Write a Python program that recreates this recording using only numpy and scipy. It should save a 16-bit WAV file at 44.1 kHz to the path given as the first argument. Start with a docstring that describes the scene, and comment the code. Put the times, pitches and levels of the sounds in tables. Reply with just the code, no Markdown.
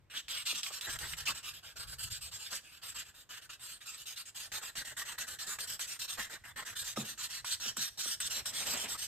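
"""A felt-tip marker scribbles back and forth on a paper plate in a plastic tray, in a small room.
Each sweep speeds up and brakes. Sliding friction over the fibres makes hiss and crackle, and drives
hollow resonances of plate and pen that vary from spot to spot. At times the nib taps, digs in, rasps or
sings, and once it squeaks. Impacts of the plate on the tray excite bending waves and low modes, the hands
rumble on the tray, and at the end the plate is slid round."""
import sys
import numpy as np
from scipy import signal
from scipy.fft import rfft, irfft, next_fast_len
from scipy.io import wavfile
from scipy.ndimage import map_coordinates

SR = 44100
rng = np.random.default_rng(int(sys.argv[2]) if len(sys.argv) > 2 else 0)


def wrap_up_sound(samples):
    """Save the sound to the file named by the first command line argument, as 16-bit audio."""
    columns = np.atleast_2d(samples).T
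    # keep every value between -1 and 1, then stretch to whole-number steps
    tamed = np.clip(columns, -1, 1)
    steps = np.round(tamed * 32767).astype(np.int16)
    wavfile.write(sys.argv[1], SR, steps)


N = 399987

# friction spectrum of felt on paper: (frequency [Hz], relative density [dB])
FELT_SPECTRUM = [(850, -28), (1350, -11), (2150, -13.5), (2850, -2.5), (4100, -2.5), (4900, -6),
                 (6500, -5.5), (7700, 0.5), (10700, -7.5), (11800, -9), (13300, -12), (15500, -17.5)]
USUAL_DB = -43.5  # level of a typical sweep


def scribble():
    """Reciprocating friction: the nib sweeps to and fro about five times a second."""
    # (start [s], end [s], level [dB])
    sweeps = [(0.098, 0.205, -46.5), (0.148, 0.225, -37), (0.281, 0.453, -38), (0.452, 0.558, -32.5),
              (0.537, 0.632, -37), (0.621, 0.726, -39.5), (0.715, 0.812, -39.5), (0.807, 0.898, -40.5),
              (0.888, 0.983, -38), (0.984, 1.08, -41.5), (1.062, 1.17, -41.5), (1.165, 1.255, -41),
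              (1.252, 1.339, -33.5), (1.344, 1.423, -43.5), (1.428, 1.542, -42), (1.529, 1.616, -48),
              (1.626, 1.747, -50), (1.757, 1.871, -44), (1.868, 1.975, -45.5), (1.981, 2.106, -42),
              (2.097, 2.203, -40.5), (2.207, 2.312, -42.5), (2.312, 2.404, -43), (2.383, 2.523, -44),
              (2.499, 2.611, -38.5), (2.631, 2.819, -54.5), (2.815, 2.953, -46), (2.941, 3.049, -41.5),
              (3.046, 3.131, -54), (3.139, 3.26, -55.5), (3.29, 3.418, -46.5), (3.412, 3.479, -51),
              (3.491, 3.578, -46), (3.593, 3.797, -46.5), (3.803, 3.867, -50), (3.847, 3.997, -44.5),
              (3.97, 4.06, -46), (4.053, 4.164, -42), (4.156, 4.246, -41), (4.252, 4.321, -45),
              (4.345, 4.495, -42), (4.517, 4.615, -38.5), (4.613, 4.724, -42), (4.753, 4.842, -39.5),
              (4.846, 4.944, -43.5), (4.966, 5.052, -38.5), (5.05, 5.162, -42), (5.179, 5.264, -38),
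              (5.265, 5.379, -42.0), (5.385, 5.471, -38.5), (5.461, 5.579, -39), (5.586, 5.676, -37.5),
              (5.669, 5.783, -37.5), (5.791, 5.877, -36), (5.866, 5.985, -41), (5.989, 6.08, -37.0),
              (6.075, 6.178, -38), (6.176, 6.286, -42), (6.295, 6.383, -45.5), (6.438, 6.531, -55.5),
              (6.559, 6.644, -44.5), (6.649, 6.752, -43.5), (6.752, 6.856, -37.5), (6.838, 6.955, -39.0),
              (6.958, 7.05, -37.5), (7.04, 7.162, -41), (7.175, 7.296, -39), (7.288, 7.424, -40),
              (7.447, 7.579, -37.5), (7.598, 7.737, -37), (7.764, 7.911, -36.5), (7.973, 8.179, -36.5),
              (8.199, 8.306, -38), (8.293, 8.43, -36), (8.453, 8.533, -36.5), (8.522, 8.676, -36.5),
              (8.649, 8.782, -34), (8.756, 8.887, -37), (8.876, 8.976, -35.5), (8.973, 9.091, -38)]
    sound = np.zeros((2, N))
    last_end = 0
    for start, end, level_db in sweeps:
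        add(sound, start, sweep(start, end, level_db, pause=start - last_end))
        last_end = end
    return sound


def sweep(start, end, level_db, pause, lean_db=1.5, lift_s=0.019, overlap_s=0.0085):
    """Sliding friction: pressure scales both the hiss of one sweep and the ring that it drives."""
    t = times(end - start)
    middle = (start + end) / 2
    landed = np.clip((pause + overlap_s) / (lift_s + overlap_s), 0, 1)  # 0 turns on the paper, 1 lands
    speed = nib_speed(t, end - start, landed)
    pressure = amp(level_db + lean_db * (t / t[-1] - .5) + 1.3 * wander(t, step=.011))
    return pressure * (hiss(t, middle, level_db, speed) + ring(t, middle, level_db, speed, landed))


def nib_speed(t, length, landed, rise_share=0.213):
    """Acceleration, then braking, as a speed from 0 to 1; long sweeps brake for longer."""
    initial = 0.26 * landed  # a landing nib is already moving
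    speeding = initial + (1 - initial) * np.sin(np.pi / 2 * np.clip(t / (rise_share * length), 0, 1))
    brake_s = 0.052 * (length / .1) ** 0.29
    braking = np.sin(np.pi / 2 * np.clip((t[-1] - t) / brake_s, 0, 1)) ** 2
    return speeding * braking * np.clip(t / 0.003, 0, 1)


def hiss(t, when, level_db, speed):
    """Friction noise grows in proportion to speed; firm sweeps bite harder in the low treble."""
    # brightness drifts with the angle of the nib: (time [s], treble emphasis [dB])
    brightness = [(.15, -13), (.55, -6), (1.05, -4.5), (1.29, -6.5), (1.68, -6.5), (2.03, -1), (2.6, -5.5),
                  (2.87, -5.5), (3.45, -7), (4.15, -4.5), (5.6, -1), (6.4, -5), (6.8, -3.5), (7.6, -5.5),
                  (9, -0.5)]
    bright_db = np.interp(when, *np.transpose(brightness))
    spectrum = felt(bite_db=0.6 * (level_db - USUAL_DB), centre_hz=5000, octaves=0.51)
    rub = friction(t, spectrum, bright_db)
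    crackle = amp(bright_db / 2) * snapping_fibres(len(t))
    return amp(-1.5) * speed * (rub + crackle + singing(t, when, speed))


def felt(bite_db, centre_hz, octaves):
    """Contact pressure reshapes the friction spectrum, raising or lowering one broad band."""
    return [(hz, db + bite_db * np.exp(-(np.log2(hz / centre_hz) / octaves) ** 2))
            for hz, db in FELT_SPECTRUM]


def friction(t, spectrum, bright_db=0, spot_s=.055, broad_db=3.0, fine_db=3.5):
    """A moving point of excitation: each spot of the plate favours its own bands and narrow modes."""
    size = next_fast_len(len(t))
    hz = bins(size)
    shift = 1 + .1 * (rng.random() - .5)  # resonances move a little with grip and place
    tilt_db = 0.75 * bright_db * np.clip(np.log2((hz + 1) / 5500), -1, .6)
    base_db = read(spectrum, hz * shift) + tilt_db
    spread_db = broad_db * np.clip(hz / 5000, 1, 1.5)  # spots differ most in the treble
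    moves = max(round(t[-1] / spot_s), 1)
    position = moves * t / t[-1]
    sound = np.zeros((2, len(t)))
    for spot in range(moves + 1):
        excitation = slips(size)
        spot_db = base_db + spread_db * wander(hz, step=536.2) + fine_db * wander(hz, step=55)
        crossfade = np.cos(np.pi / 2 * np.clip(position - spot, -1, 1))
        sound += crossfade * coloured(excitation, spot_db)[:, :len(t)]
    return sound


def slips(size, snags_per_s=1800, snag_size=1.0):
    """Countless tiny slips superpose to Gaussian noise, with larger snags as impulses among them."""
    snags = (rng.random(size) < snags_per_s / SR) * snag_size * (1 + rng.random(size))
    return rng.standard_normal((2, size)) + 2 * snags * rng.choice([-1, 1], (2, size))


def snapping_fibres(size, level_db=-11):
    """Fracture of single paper fibres gives sparse, crisp clicks in the top treble."""
    # (frequency [Hz], relative density [dB])
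    snap_spectrum = [(3000, -21), (9000, 1.5), (13500, 1), (15500, -27)]
    snaps = slips(size, snags_per_s=350, snag_size=4.5)
    return amp(level_db + 2 * rng.standard_normal()) * coloured(snaps, read(snap_spectrum, bins(size)))


def singing(t, when, speed, half_width_hz=330, bend=0.1008):
    """A narrow resonance of the nib filters noise into a breathy whistle that rises with speed."""
    # the nib sings at some angles: (time [s], level against the rubbing [dB], frequency [Hz])
    whistle = [(0.9, -14, 5500), (1.9, -6, 4720), (3.8, -13, 4800), (4.5, -16, 5000), (7.1, -15, 5900),
               (7.7, -3, 5650), (8.6, -10, 5440)]
    moments, levels, pitches = np.transpose(whistle)
    level_db, hz = np.interp(when, moments, levels), np.interp(when, moments, pitches)
    band = coloured(rng.standard_normal(len(t)), resonance_db(bins(len(t)) - hz, half_width_hz))
    bend_cycles = np.cumsum(hz * bend * (speed - speed.mean())) / SR
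    return amp(level_db) * (signal.hilbert(band) * np.exp(2j * np.pi * bend_cycles)).real


def ring(t, when, level_db, speed, landed, follows=0.91, jolt_s=0.008):
    """Forced vibration: plate and pen ring hollowly, with a strength and pitch set by the nib's place."""
    # strength of the ring as the nib works over the plate: (time [s], level [dB])
    ring_levels = [(.15, -53.5), (.5, -64.5), (.93, -48), (1.5, -55), (1.8, -48), (2.2, -59), (2.55, -53),
                   (3.5, -51), (3.93, -64.5), (4.28, -59), (4.6, -48.5), (5.1, -45), (5.8, -54.5),
                   (6.12, -59), (6.22, -44), (6.55, -34.5), (6.8, -53), (9, -57)]
    # main hollow resonance: (time [s], nominal pitch [Hz])
    ring_pitches = [(1.1, 1540), (1.8, 1350), (4.3, 1530), (5.0, 1540)]
    ring_db = np.interp(when, *np.transpose(ring_levels)) + follows * (level_db - USUAL_DB)
    relative_db = ring_db - level_db
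    pitch_hz = np.interp(when, *np.transpose(ring_pitches))
    spectrum = hollow(pitch_hz, body_db=0.1 * min(relative_db, 0))  # a weak ring is also thinner
    jolt = 1 + landed * 0.69 * np.exp(-t / jolt_s)  # a landing jolts the plate
    flutter_db = 1.3 * wander(t, step=0.0168)
    drive = speed ** 0.33  # the ring stands out where the nib is slow
    return amp(relative_db - 3 + flutter_db) * jolt * drive * friction(t, spectrum)


def hollow(pitch_hz, body_db=0, usual_hz=1567, body_hz=1000):
    """The resonances of plate and pen barrel, transposed together; body_db weights the low ones."""
    # (frequency [Hz], relative density [dB])
    resonances = [(230, -13), (380, -14.5), (640, -9.5), (1200, -7), (1650, 1), (1900, 3), (2250, -14),
                  (3300, -11), (6300, -19), (7400, -8), (9000, -24)]
    return [(hz * pitch_hz / usual_hz, db + body_db * (hz < body_hz)) for hz, db in resonances]


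def tap(crack_db, tock_db, tock_hz, crack_t60=0.073, tock_t60=0.043):
    """Impact of the nib: a papery crack, and the heavily damped resonance of the spot that it strikes."""
    t = np.arange(2048) / SR
    octaves = np.log2((bins(len(t)) + 1) / tock_hz)
    tock = coloured(rng.standard_normal((2, len(t))), 2 * resonance_db(octaves, half_width=0.99))
    tock *= amp(tock_db - 60 * t / tock_t60)
    crack = friction(t, FELT_SPECTRUM) * amp(crack_db - 60 * t / crack_t60)
    return (crack + tock) * np.clip(t / 0.001, 0, 1)


def dig(length, level_db, centre_hz):
    """Friction rises as the felt digs in: a swell of coarse scratch with one band emphasised."""
    t = times(length)
    spectrum = felt(bite_db=9, centre_hz=centre_hz, octaves=0.27)
    return amp(level_db) * np.sin(np.pi * t / length) * friction(t, spectrum)


def rasp(length, level_db, pitch_hz):
    """Forced resonance: the nib judders and the hollow ring alone swells for a moment."""
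    t = times(length)
    return amp(level_db) * np.sin(np.pi * t / length) * friction(t, hollow(pitch_hz))


def squeak(level_db=-33, pitch_hz=2720, half_width_hz=270):
    """Stick-slip motion of hard-pressed felt gives a brief, rough, narrow-band squeak."""
    t = times(0.05)
    band = coloured(slips(len(t)), resonance_db(bins(len(t)) - pitch_hz, half_width_hz))
    envelope = np.cos(np.pi / 2 * t / t[-1]) * (1 - np.exp(-t / 0.00072))
    return amp(level_db) * band * envelope


def knock(level_db, tilt_db, top_hz=999, end_hz=68.8, glide_s=0.00376, flex_t60=0.18, thud_t60=0.34):
    """Impact of plate on tray: a dispersive bending wave, modes that swell and linger, and a dull thud."""
    # modes of the plate on the tray: (frequency [Hz], relative level [dB], time to full swing [s])
    modes = [(137.2, -13, 0.021), (218.6, -5, 0.015), (1245, 0.5, 0.0025)]
    # (frequency [Hz], relative density [dB])
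    thud_spectrum = [(100, -12), (300, 5), (1300, -3), (2200, -38)]
    t = times(1 / 3)
    attack = 1 - np.exp(-t / 0.00063)
    # high frequencies cross the thin plate first, so the knock glides down
    flex_hz = end_hz + (top_hz - end_hz) / (1 + t / glide_s)
    partials = [(flex_hz, -60 * t / flex_t60, attack)]
    partials += [(np.full(len(t), hz), db, t / rise * np.exp(1 - t / rise)) for hz, db, rise in modes]
    pivot_hz = modes[1][0]
    plate = np.zeros(len(t))
    for hz, db, envelope in partials:
        phase = 2 * np.pi * (np.cumsum(hz) / SR + rng.random())
        plate += amp(db + tilt_db * np.log2(hz / pivot_hz)) * envelope * np.sin(phase)
    thud = coloured(slips(len(t)), read(thud_spectrum, bins(len(t))))
    thud *= amp(-10 - 60 * t / thud_t60) * attack
    return amp(level_db - 8) * (plate * np.array([[1], [0.64]]) + thud)


def sliding_plate():
    """Sliding friction of the plate as it is moved round on the tray."""
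    # (time [s], level [dB])
    slide_levels = [(8.28, -64), (8.33, -50.5), (8.41, -46.5), (8.44, -65), (8.49, -50.5), (8.71, -43.5),
                    (8.85, -48), (8.95, -54), (9.07, -72)]
    # (frequency [Hz], relative density [dB])
    slide_spectrum = [(50, -23), (200, 3.5), (350, -0.5), (650, 4), (1500, -0.5), (2700, 5), (5000, -9),
                      (15000, -40)]
    return rubbing(slide_levels, slide_spectrum, uneven_db=2.8)


def hands():
    """Structure-borne rumble: the hands lean and shift on the tray."""
    # (time [s], level [dB])
    hand_levels = [(0, -68.5), (.8, -70.5), (1.0, -55), (1.6, -68), (2.05, -52.5), (2.5, -71.5),
                   (4.2, -72.5), (6.5, -66.5), (8.0, -69.5), (8.25, -64)]
    # (frequency [Hz], relative density [dB])
    tray_spectrum = [(20, -18), (60, 0.5), (135, -3.5), (300, -35), (1500, -43)]
    return rubbing(hand_levels, tray_spectrum, uneven_db=3.0)


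def rubbing(levels, spectrum, uneven_db):
    """Friction over a broad contact: uneven drag modulates the level of the noise."""
    t = np.arange(N) / SR
    level_db = np.interp(t, *np.transpose(levels), left=-120) + uneven_db * wander(t, step=.025)
    return amp(level_db) * coloured(slips(N), read(spectrum, bins(N)))


def reverberation(x, t60=0.49, wet_db=-16):
    """Reflections from the nearby walls merge into a diffuse tail that decays exponentially."""
    t = times(0.5)
    tail = rng.standard_normal((2, len(t))) * amp(-60 * t / t60) * (t > .004)
    tail /= np.linalg.norm(tail[0])
    return amp(wet_db) * signal.fftconvolve(x, tail, axes=1)[:, :N]


def room_air(level_db=-75.0):
    """Ambient noise: the faint, steady broadband floor of the room."""
    # (frequency [Hz], relative density [dB])
    air_spectrum = [(20, -22), (280, -3.5), (2000, -11.5), (2600, -14.5), (15000, -36)]
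    return amp(level_db) * coloured(rng.standard_normal((2, N)), read(air_spectrum, bins(N)))


def amp(db):
    """Decibels to amplitude ratio."""
    return 10 ** (np.asarray(db) / 20)


def times(length):
    """Sample times [s] of a sound of this duration."""
    return np.arange(round(length * SR)) / SR


def bins(size):
    """Fourier frequencies [Hz] of a sound of this many samples."""
    return np.fft.rfftfreq(size, 1 / SR)


def read(points, hz):
    """Interpolates a spectrum on a log-frequency axis."""
    frequencies, values = np.transpose(points)
    return np.interp(np.log(hz + 1), np.log(frequencies), values)


def resonance_db(detuning, half_width):
    """A resonance peak, 6 dB down at half_width from its centre."""
    return -20 * np.log10(1 + (detuning / half_width) ** 2)


def coloured(x, db):
    """Filters x by a gain in dB for each frequency, then scales it to rms 1."""
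    shaped = irfft(rfft(x) * amp(db), x.shape[-1])
    return shaped / np.sqrt(np.mean(shaped ** 2) + 1e-20)


def wander(axis, step):
    """Smooth, bounded random variation of spread about 1, with a new value each step along the axis."""
    place = (axis - axis[0]) / step
    knots = np.sqrt(3) * rng.uniform(-1.37, 1, int(place[-1]) + 2)
    return map_coordinates(knots, [place], order=3, mode="nearest")


def add(mix, start, sound):
    """Superposes a two-channel sound on the mix from start [s]."""
    part = mix[:, max(round(start * SR), 0):][:, :sound.shape[1]]
    part += sound[:, :part.shape[1]]


def scene():
    """Superposition of marker, plate, hands and room, as two signals that the stereo widening blends."""
    # (time [s], crack level [dB], tock level [dB], tock frequency [Hz])
    taps = [(0.282, -44, -39, 3000), (0.631, -40, -29.5, 3750), (0.6624, -46, -37, 2680),
            (0.81, -41, -36, 4030), (0.988, -41, -41, 3520), (1.1345, -57, -35, 2520),
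            (5.1836, -38.5, -39, 1630), (5.586, -46, -36.5, 1600), (5.793, -40, -36.5, 1680),
            (6.961, -55, -39, 1740), (7.445, -40.5, -37.5, 1240), (7.768, -32.5, -41.5, 1500),
            (8.202, -31, -40, 1720), (8.457, -35, -42, 1640)]
    # (time [s], duration [s], level [dB], band centre [Hz])
    digs = [(0.291, 0.051, -42, 2800), (2.024, 0.03, -39, 12000), (2.88, 0.035, -44.5, 7850),
            (2.98, 0.034, -42, 7500), (7.223, 0.051, -40, 3700), (7.503, 0.054, -33, 4060),
            (7.8, 0.055, -37, 3500), (7.987, 0.037, -38, 3780), (8.253, 0.034, -36.5, 3400)]
    # (time [s], level [dB], hardness as spectral tilt [dB/octave])
    knocks = [(0.526, -47, 2.5), (1.28, -45, 1), (6.972, -27, 0), (7.657, -46, 1.5), (7.768, -40.5, -3.5),
              (8.056, -46, 3)]
    # (time [s], duration [s], level [dB], nominal pitch [Hz])
    rasps = [(0.697, 0.029, -48, 1050), (0.858, 0.053, -40.5, 1590), (0.948, 0.024, -45, 1540),
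             (1.015, 0.07, -42.5, 1590), (1.269, 0.056, -41, 1090), (2.511, 0.04, -44.5, 1340),
             (6.169, 0.061, -38.5, 1540), (8.935, 0.035, -45, 1090)]
    direct = scribble()
    for source, events in (tap, taps), (dig, digs), (knock, knocks), (rasp, rasps):
        for start, *settings in events:
            add(direct, start, source(*settings))
    add(direct, 1.268, squeak())
    direct += sliding_plate() + hands()
    air = room_air()
    return direct + reverberation(direct) + air


def record(dry, cutoff_hz=15700):
    """Stereo widening: partly alike channels go in and out of phase with frequency; then a low-pass."""
    # likeness of the channels: (frequency [Hz], coherence [0-1])
    coherence = [(200, 0.71), (750, 0.39), (1500, 0.72), (3600, 0.62), (4600, 0.19), (6000, 0.05)]
    # (frequency [Hz], phase lead of left over right [rad])
    phase_lead = [(100, 0), (2500, -.5), (4100, -1.2), (4600, -3), (5900, -2.8), (7400, -.2), (8600, .2),
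                  (9900, 3), (11200, 3.3), (12300, 6.2), (13800, 6.4), (14900, 9.42)]
    # (frequency [Hz], level of left over right [dB])
    balance = [(250, .5), (700, -4), (1800, .5), (3000, -1), (6800, -2), (7800, 0)]
    size = next_fast_len(N + SR)
    hz = bins(size)
    shared, other = rfft(dry, size)
    lead = read(phase_lead, hz)
    apart = np.sqrt(1 - np.clip(read(coherence, hz), 0, 1) ** 2)
    treble = np.clip((hz - 6700) / 900, 0, 1)
    apart *= 1 - treble * (1 - abs(np.sin(lead)))  # the treble is alike where in phase or opposed
    right = (np.sqrt(1 - apart ** 2) * shared + apart * other) * np.exp(-1j * lead)
    left_gain = amp(read(balance, hz) / 2)
    pair = irfft(np.array([shared * left_gain, right / left_gain]), size)[:, :N]
    low_pass = signal.firwin(511, cutoff_hz, window=("kaiser", 9), fs=SR)
    return signal.oaconvolve(pair, low_pass[None], "same", axes=1)


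dry = scene()
out = record(dry)
wrap_up_sound(out)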